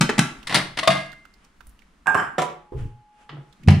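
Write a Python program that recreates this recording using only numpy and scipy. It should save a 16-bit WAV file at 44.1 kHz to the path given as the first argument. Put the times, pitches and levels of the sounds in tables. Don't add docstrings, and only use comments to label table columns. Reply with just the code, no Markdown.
import sys
import numpy as np
from scipy import signal
from scipy.fft import rfft, irfft, next_fast_len
from scipy.io import wavfile

SR = 44100
rng = np.random.default_rng(int(sys.argv[2]) if len(sys.argv) > 2 else 0)


def materialize(psi):
    bounded = np.clip(np.atleast_2d(psi).T, -1, 1)
    quanta = np.round(bounded * 32767).astype(np.int16)
    wavfile.write(sys.argv[1], SR, quanta)


N = 167580


def amp(db):
    return 10 ** (np.asarray(db) / 20)


def unit(x):
    return x / np.sqrt(np.mean(x ** 2) + 1e-20)


def along(points, hz):
    f, v = np.transpose(points)
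    return np.interp(np.log(hz + 1), np.log(f + 1), v)


def swell(rows):
    s, db = np.transpose(rows)
    return amp(np.interp(np.arange(N) / SR, s, db, left=-np.inf, right=-np.inf))


def add(track, s, sound):
    i = max(0, round(s * SR))
    track[:, i:i + sound.shape[-1]] += sound[..., :max(0, N - i)]


def noise(colour, alike, size, tilt_db_per_oct=0):
    hz = np.fft.rfftfreq(size, 1 / SR)
    turn = np.arccos(np.clip(along(alike, hz), -1, 1)) / 2
    octaves = np.log2(np.maximum(hz, 300))
    gain = amp(along(colour, hz) + tilt_db_per_oct * octaves)
    spin = np.exp(2j * np.pi * rng.random((2, len(hz))))
    mid, side = irfft(spin * gain * [np.cos(turn), np.sin(turn)], size)
    return unit(np.array([mid + side, mid - side]))


def placed(x, side):
    size = 2 * x.shape[-1]
    lean_db = along(side, np.fft.rfftfreq(size, 1 / SR)) / 2
    return irfft(rfft(x, size) * amp([lean_db, -lean_db]), size)[:, :x.shape[-1]]


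# f/Hz, t60/s
ROOM_DECAY = [(150, 0.49), (700, 0.41), (2000, 0.44), (5000, 0.36), (10000, 0.31), (15000, 0.35)]
# f/Hz, likeness/1
ROOM_LIKENESS = [(200, 0.97), (600, 0.55), (1800, 0.24), (4000, .55), (8000, 0.045)]


def room(x, build_s=0.002):
    burst = noise([(1, 0.017), (2, 0.0083)], ROOM_LIKENESS, size=SR // 2)
    hz, t, z = signal.stft(burst, SR, nperseg=256)
    decay = amp(-60 * t / along(ROOM_DECAY, hz)[:, None])
    build = 1 - np.exp(-t / build_s)
    tail = signal.istft(z * decay * build, SR, nperseg=256)[1]
    return signal.fftconvolve(x, tail / np.linalg.norm(tail[0]), axes=1)[:, :x.shape[-1]]


def fade(t, t60):
    return np.exp(-np.log(1000) * t / t60)


FREE_S = .014
WAVER, WAVER_PER_S = 0.0029, 60


def ring(modes, t, sag, scatter_db=1.08, spread_rad=.5):
    out = np.zeros((2, len(t)))
    freed = 1 - sag * np.exp(-t / FREE_S)
    for hz, db, t60 in modes:
        drift = np.interp(t * WAVER_PER_S, np.arange(2 ** 7), rng.standard_normal(2 ** 7))
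        cycles = rng.random() + hz * np.cumsum(freed + WAVER * drift) / SR
        phase = 2 * np.pi * cycles + spread_rad * rng.standard_normal((2, 1))
        out += amp(db + scatter_db * rng.standard_normal()) * fade(t, t60) * np.sin(phase)
    return out


# f/Hz, likeness/1
DIRECT_LIKENESS = [(250, 0.96), (600, .8), (1800, 0.97), (4000, 0.8), (9000, 0.22)]
GRAIN_DB, GRAINS_PER_S = 2.5, 600


def blows(rows, colour, side, room_db, attack_s, modes=(), ring_room_db=-8, hold_s=0, sag=0):
    out = np.zeros((2, N))
    t = np.arange(2 ** 15) / SR
    rise = 1 - np.exp(-t / attack_s)
    for s, db, tilt, t60, *ring_db in rows:
        grain_steps = np.interp(t * GRAINS_PER_S, np.arange(len(t)), rng.standard_normal(len(t)))
        envelope = rise * unit(amp(GRAIN_DB * grain_steps)) * fade(np.maximum(t - hold_s, 0), t60)
        crack = amp(db) * envelope * noise(colour, DIRECT_LIKENESS, len(t), tilt)
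        tone = amp(ring_db[0]) * rise * ring(modes, t, sag) if ring_db else 0
        reverb = room(amp(room_db) * crack + amp(ring_room_db) * tone)
        add(out, s, placed(crack + tone, side) + reverb)
    return out


def boom(rows, modes, rise_s):
    out = np.zeros(N)
    for s, db in rows:
        t = np.arange(N) / SR - s
        for hz, level, t60 in modes:
            envelope = np.exp(np.minimum(t, 0) / rise_s) * fade(np.maximum(t, 0), t60)
            out += amp(db + level) * envelope * np.sin(2 * np.pi * hz * t)
    return out


def low_cut(x, hz):
    return signal.sosfilt(signal.butter(3, hz, 'high', fs=SR, output='sos'), x)


# t/s, level/dB
AIR_LEVEL = [(0, -43.5), (1.46, -59.5), (1.56, -58.5), (1.9, -58.5), (3.1, -64), (3.8, -53)]
# f/Hz, level/dB
AIR_COLOUR = [(20, -6.5), (50, -6.5), (100, -25.5), (200, -13), (550, -29), (1200, -23), (4000, -36),
              (10000, -42), (15500, -63.5)]


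def kitchen_air():
    return swell(AIR_LEVEL) * noise(AIR_COLOUR, ROOM_LIKENESS, size=N)


# t/s, level/dB
SWAY_LEVEL = [(1.1, -68.5), (1.45, -74.5), (1.7, -42), (1.8, -65), (2.0, -62.5), (2.1, -58.5)]
# f/Hz, level/dB
SWAY_SPECTRUM = [(20, -11), (45, -0.5), (110, -30), (300, -55.5)]


def microphone_sway():
    return swell(SWAY_LEVEL) * noise(SWAY_SPECTRUM, DIRECT_LIKENESS, size=N)


# t/s, level/dB
RUB_LEVEL = [(1.3, -77.5), (1.45, -59), (1.52, -78.5), (2.71, -92), (2.725, -64.5), (2.755, -64),
             (2.79, -49), (2.85, -56), (2.95, -69), (3.1, -76.5), (3.22, -56), (3.28, -67.5), (3.4, -88)]
# f/Hz, level/dB
RUB_SPECTRUM = [(400, -2.5), (1000, 1), (2300, -3.5), (3000, -2.5), (3900, -15), (9500, -16.5),
                (14000, -41.5)]


def rubbing():
    return swell(RUB_LEVEL) * noise(RUB_SPECTRUM, ROOM_LIKENESS, size=N)


# t/s, level/dB
RUMBLE_LEVEL = [(2.715, -77), (2.74, -32.5), (2.81, -27), (2.86, -27.5), (2.9, -41), (3.03, -59)]
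# f/Hz, level/dB
RUMBLE_SPECTRUM = [(20, 4.5), (42, -0.5), (125, 8.5), (175, -13.5), (450, -18), (700, -60.5)]


def rumble():
    return swell(RUMBLE_LEVEL) * noise(RUMBLE_SPECTRUM, DIRECT_LIKENESS, size=N)


# t/s, level/dB, pitch f/Hz
HANDLING_TICKS = [(.428, -36.5, 2900), (1.117, -42, 3900), (1.1271, -32, 1600), (1.2512, -38, 1340),
                  (1.3384, -46.5, 4800), (1.4444, -48, 5300), (1.6058, -34.5, 1360), (1.6687, -43, 9820),
                  (1.6919, -46, 9350), (1.7905, -44.5, 2900), (1.8188, -47.5, 2000), (3.526, -44.5, 3740),
                  (3.633, -41.5, 2370)]
# f/pitch, level/dB
TICK_SPECTRUM = [(.13, -16.5), (.5, -19.5), (.8, -9), (1, 0), (1.4, -10.5), (4, -24), (10, -32)]
# f/Hz, left minus right/dB
HAND_LEAN = [(1500, -13.5), (10000, -7)]


def ticks(t60=0.027):
    out = np.zeros((2, N))
    for s, db, hz in HANDLING_TICKS:
        colour = [(hz * k, level) for k, level in TICK_SPECTRUM]
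        out += blows([(s, db, 0, t60)], colour, HAND_LEAN, room_db=-8, attack_s=0.0024)
    return out


# t/s, level/dB, tilt/(dB/oct), t60/s
KNOCK = [(2.7205, -30.5, -1.5, 0.14)]
# f/Hz, level/dB
KNOCK_COLOUR = [(120, -10), (250, -17), (420, 4.5), (650, -23), (850, -12), (1500, -37.5), (6000, -58)]
# f/Hz, left minus right/dB
CENTRE_LEAN = [(500, 0.5), (2000, -2)]


def soft_knock():
    return blows(KNOCK, KNOCK_COLOUR, CENTRE_LEAN, room_db=-2.5, attack_s=0.00059)


# t/s, level/dB
SWING_LEVEL = [(3.28, -69), (3.305, -45), (3.39, -40), (3.42, -47), (3.5, -59.5), (3.6, -87)]
# f/Hz, level/dB
SWING_SPECTRUM = [(60, -77), (140, 17.5), (180, -7), (400, -19), (1200, -72)]


def door_swing():
    return swell(SWING_LEVEL) * noise(SWING_SPECTRUM, DIRECT_LIKENESS, size=N)


# t/s, level/dB, tilt/(dB/oct), t60/s
HINGE_CLICKS = [(3.2915, -34, 3.5, 0.073), (3.325, -41.5, -7, 0.1), (3.368, -43, -4, 0.13)]
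# f/Hz, level/dB
HINGE_SPECTRUM = [(120, -38), (200, -16), (440, -5.5), (487, -12), (1390, -12.5), (2280, -22),
                  (3000, -16.5), (12000, -73.5)]


def hinge():
    return blows(HINGE_CLICKS, HINGE_SPECTRUM, CENTRE_LEAN, room_db=-1.5, attack_s=0.0019)


# t/s, rms level/dB
HUM_LEVEL = [(2.38, -65), (2.7, -57), (3.3, -58), (3.5, -62.5), (3.65, -85)]
HUM_HZ = 839


def bowl_hum():
    tone = np.sqrt(2) * np.sin(2 * np.pi * HUM_HZ * np.arange(N) / SR)
    return swell(HUM_LEVEL) * tone


# t/s, level/dB, tilt/(dB/oct), t60/s, ring/dB
DISH_CHATTER = [(2.0585, -33, -0.5, 0.076, -39), (2.0698, -7.5, 2.5, 0.013, -19.5),
                (2.0762, -19, -5, 0.11, -16.5), (2.145, -13, 2, 0.05, -22.5),
                (2.151, -8.5, -4.5, 0.026, -29), (2.175, -24, 1, 0.12, -26.5),
                (2.2, -14.5, -1.5, 0.018, -29), (2.222, -25.5, 0.5, 0.1, -34.5)]
# f/Hz, level/dB
DISH_COLOUR = [(65, -30), (110, -23.5), (165, -17), (260, -22.5), (626, -22.5), (760, -7.5), (1430, -8.5),
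               (1590, -5.5), (2080, -23), (3020, -28.5), (3950, -48.5), (5170, -39), (6910, -48),
               (7510, -36.5), (14000, -57.5), (15500, -86)]
# f/Hz, level/dB, t60/s
DISH_PARTIALS = [(756, -17, 0.36), (897, -11.5, 0.55), (1170, -12.5, .35), (1468, -11, 0.18),
                 (1536, -11.5, 0.41), (1596, 0.5, 0.4), (1665, -11, 0.32), (6270, -29.5, 0.14),
                 (7530, -30, 0.32), (9000, -34, 0.41)]
# f/Hz, left minus right/dB
COUNTER_LEAN = [(200, 1.5), (1500, -8), (8000, 1.5)]


def dish_chatter():
    return blows(DISH_CHATTER, DISH_COLOUR, COUNTER_LEAN, room_db=0.5, attack_s=0.0006,
                 modes=DISH_PARTIALS, ring_room_db=-7.0)


# t/s, level/dB, tilt/(dB/oct), t60/s, ring/dB
RIM_CONTACTS = [(2.169, -24, 1, 0.058, -39.5), (2.188, -24, -19.5, 0.094, -45)]
# f/Hz, level/dB, t60/s
RIM_PARTIALS = [(3074, 3.5, 0.19), (5250, -7, 0.26), (7370, -2.5, 0.24)]


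def rim_taps():
    return blows(RIM_CONTACTS, DISH_COLOUR, CENTRE_LEAN, room_db=-2, attack_s=0.0029, modes=RIM_PARTIALS)


# t/s, level/dB, tilt/(dB/oct), t60/s, ring/dB
FOOT_CLUNKS = [(2.3812, -11.5, -0.5, 0.1, -23), (2.4168, -16, 0.9, 0.059, -24)]
# f/Hz, level/dB
FOOT_COLOUR = [(65, -18), (110, -26.5), (553, -6.5), (820, -10.5), (1030, -10), (1660, -19), (3710, -24.5),
               (4210, -33.5), (7510, -33.5), (13400, -50), (15500, -60)]
# f/Hz, level/dB, t60/s
FOOT_PARTIALS = [(159.3, -5, 0.24), (353, -18, 0.58), (528, -12, 0.31), (733, 2.5, 0.13), (731, 3.5, 0.19),
                 (984, 2, 0.26), (1140, -11.5, 0.38), (5650, -10, 0.054), (7480, -16, 0.13),
                 (9300, -20.5, 0.17)]


def foot_clunk():
    return blows(FOOT_CLUNKS, FOOT_COLOUR, CENTRE_LEAN, room_db=-4, attack_s=0.0028,
                 modes=FOOT_PARTIALS, ring_room_db=-9.5)


# t/s, level/dB
SHELF_KNOCKS = [(.55, -27), (.895, -25)]
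# f/Hz, level/dB, t60/s
SHELF_PARTIALS = [(141, 1, 0.46), (187, 2.5, 0.37), (217, -9, 0.1), (306, -7.5, 0.45)]


def shelf():
    return boom(SHELF_KNOCKS, SHELF_PARTIALS, rise_s=0.0034)


# t/s, level/dB, tilt/(dB/oct), t60/s, ring/dB
LOWER_STRIKES = [(.556, -18.5, -3.5, 0.25, -28), (.902, -19.5, -0.5, 0.18, -17),
                 (.967, -32.5, -0.5, 0.34, -33)]
# f/Hz, level/dB, t60/s
LOWER_PARTIALS = [(1640, -11, 0.46), (2093, -5.5, .58), (2120, -12.5, .4), (2780, -14, .42),
                  (3340, -15, 0.18), (4587, -14.5, .33)]
# f/Hz, level/dB
BOWL_COLOUR = [(59, -34), (100, -5.5), (181, -7.5), (487, -12.5), (640, -7.5), (808, -6), (1110, -4),
               (1520, -5.5), (1920, 0.5), (2220, -4), (4460, -7.5), (6810, -19.5), (9540, -16.5),
               (12800, -37), (15500, -42.5)]
# f/Hz, left minus right/dB
CABINET_LEAN = [(200, 0), (700, 4), (2000, 0), (4000, 2.5), (8000, 6.5)]


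def lower_bowl():
    return blows(LOWER_STRIKES, BOWL_COLOUR, CABINET_LEAN, room_db=-9.5, attack_s=0.0011,
                 modes=LOWER_PARTIALS, ring_room_db=-13)


# t/s, level/dB, tilt/(dB/oct), t60/s, ring/dB
BOWL_CLINKS = [(.4703, -24.5, 0.94, 0.06, -43.5), (.494, -25.5, -2, 0.27, -49), (.522, -24, -3, 0.2, -48),
               (.5425, -10, 1.3, 0.12, -32), (.569, -23.5, -6, 0.091, -37.5), (.7715, -22, -1.5, 0.07, -42),
               (.787, -19.5, -1, 0.07, -40), (.829, -25, -0.5, 0.08, -19.5), (.851, -40.5, 0.5, 0.05, -31),
               (.874, -9, 0, 0.041, -5.5), (.949, -27, -3, 0.13, -27)]
# f/Hz, level/dB, t60/s
BOWL_PARTIALS = [(658, -2, 0.16), (717, -11.5, 0.26), (1125, -4, 0.087), (1237, -7.5, 0.14),
                 (3674, -13.5, .18)]
SAG = .045


def lifted_bowl():
    return blows(BOWL_CLINKS, BOWL_COLOUR, CABINET_LEAN, room_db=-7.5, attack_s=0.0013,
                 modes=BOWL_PARTIALS, ring_room_db=-7.0, hold_s=0.0037, sag=SAG)


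# t/s, level/dB, tilt/(dB/oct), t60/s, ring/dB, panel boom/dB
DOOR_CLACKS = [(.0097, -10, .5, 0.059, -21.5, -12), (0.092, -14.5, -2, 0.068, -26, -32),
               (0.1804, -16.5, 0.5, 0.022, -36.5, -24.5), (0.1899, -10, 1.5, 0.018, -21, -11)]
# f/Hz, level/dB
DOOR_COLOUR = [(71, -36), (125, -10), (250, -4), (420, -12.5), (690, -20), (870, -5), (1050, -17.5),
               (1300, -9.5), (1650, -13.5), (1900, -13), (2240, -17), (5100, -23), (9200, -28.5),
               (15500, -54.5)]
# f/Hz, level/dB, t60/s
DOOR_PARTIALS = [(897, -5.5, .12), (1156, -11, 0.35), (1364, -8.5, 0.37), (1533, -4, 0.2), (1953, -7, 0.17),
                 (2580, -5.5, 0.14), (3087, -9.5, .24), (3920, -12.5, 0.067), (4086, -7, 0.12)]
# f/Hz, level/dB, t60/s
PANEL_PARTIALS = [(139, -8.5, 0.28), (163.7, -0.5, 0.17), (204.6, -3.5, 0.13), (242.7, -8.5, 0.22),
                  (303, -13, 0.19)]


def door_opening():
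    clacks = blows(DOOR_CLACKS, DOOR_COLOUR, CABINET_LEAN, room_db=-5.5, attack_s=0.00042,
                   modes=DOOR_PARTIALS, ring_room_db=-9, hold_s=0.0045)
    bumps = [(row[0] + 0.0028, row[-1]) for row in DOOR_CLACKS]
    return clacks + boom(bumps, PANEL_PARTIALS, rise_s=0.0055)


# t/s, level/dB, tilt/(dB/oct), t60/s
SLAM_CONTACTS = [(3.675, -31.5, 1.5, 0.052), (3.6838, -9.5, -1, 0.035), (3.705, -29.5, 5, 0.054)]
# f/Hz, level/dB
SLAM_SPECTRUM = [(300, -0.5), (700, -1.5), (1100, -3), (1800, -4), (2350, 0), (2900, -8), (4000, -10),
                 (5500, -16), (9500, -24.5), (15500, -48)]
# t/s, level/dB
THUD_BUMP = [(3.682, -1.5)]
# f/Hz, level/dB, t60/s
CABINET_PARTIALS = [(93, -3, 0.34), (147.7, -1.5, 0.27), (197.7, -9, 0.26)]
# t/s, level/dB
BOOM_LEVEL = [(3.6, -53), (3.66, -36), (3.682, -14), (3.8, -26)]
# f/Hz, level/dB
BOOM_SPECTRUM = [(30, -21), (110, -3), (165, 4), (310, -14.5), (700, -43.5), (7000, -120)]


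def door_slam():
    slam = blows(SLAM_CONTACTS, SLAM_SPECTRUM, CABINET_LEAN, room_db=-2.0, attack_s=0.000567)
    thud = boom(THUD_BUMP, CABINET_PARTIALS, rise_s=0.0043)
    dense_boom = swell(BOOM_LEVEL) * noise(BOOM_SPECTRUM, DIRECT_LIKENESS, size=N)
    return slam + thud + dense_boom


LOW_CUT_HZ = 81.5


def scene():
    background = kitchen_air() + microphone_sway()
    handling = rubbing() + rumble() + ticks() + soft_knock()
    counter = bowl_hum() + dish_chatter() + rim_taps() + foot_clunk()
    stack = shelf() + lower_bowl() + lifted_bowl()
    closing = door_swing() + hinge() + door_slam()
    return background + handling + closing + low_cut(counter + stack + door_opening(), LOW_CUT_HZ)


TOP_HZ = 15700


def record(dry):
    x = dry / (1 + np.abs(dry) ** 6) ** (1 / 6)
    size = next_fast_len(N + SR // 2)
    in_band = np.fft.rfftfreq(size, 1 / SR) < TOP_HZ
    return irfft(rfft(x, size) * in_band, size)[:, :N]


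dry = scene()
out = record(dry)
materialize(out)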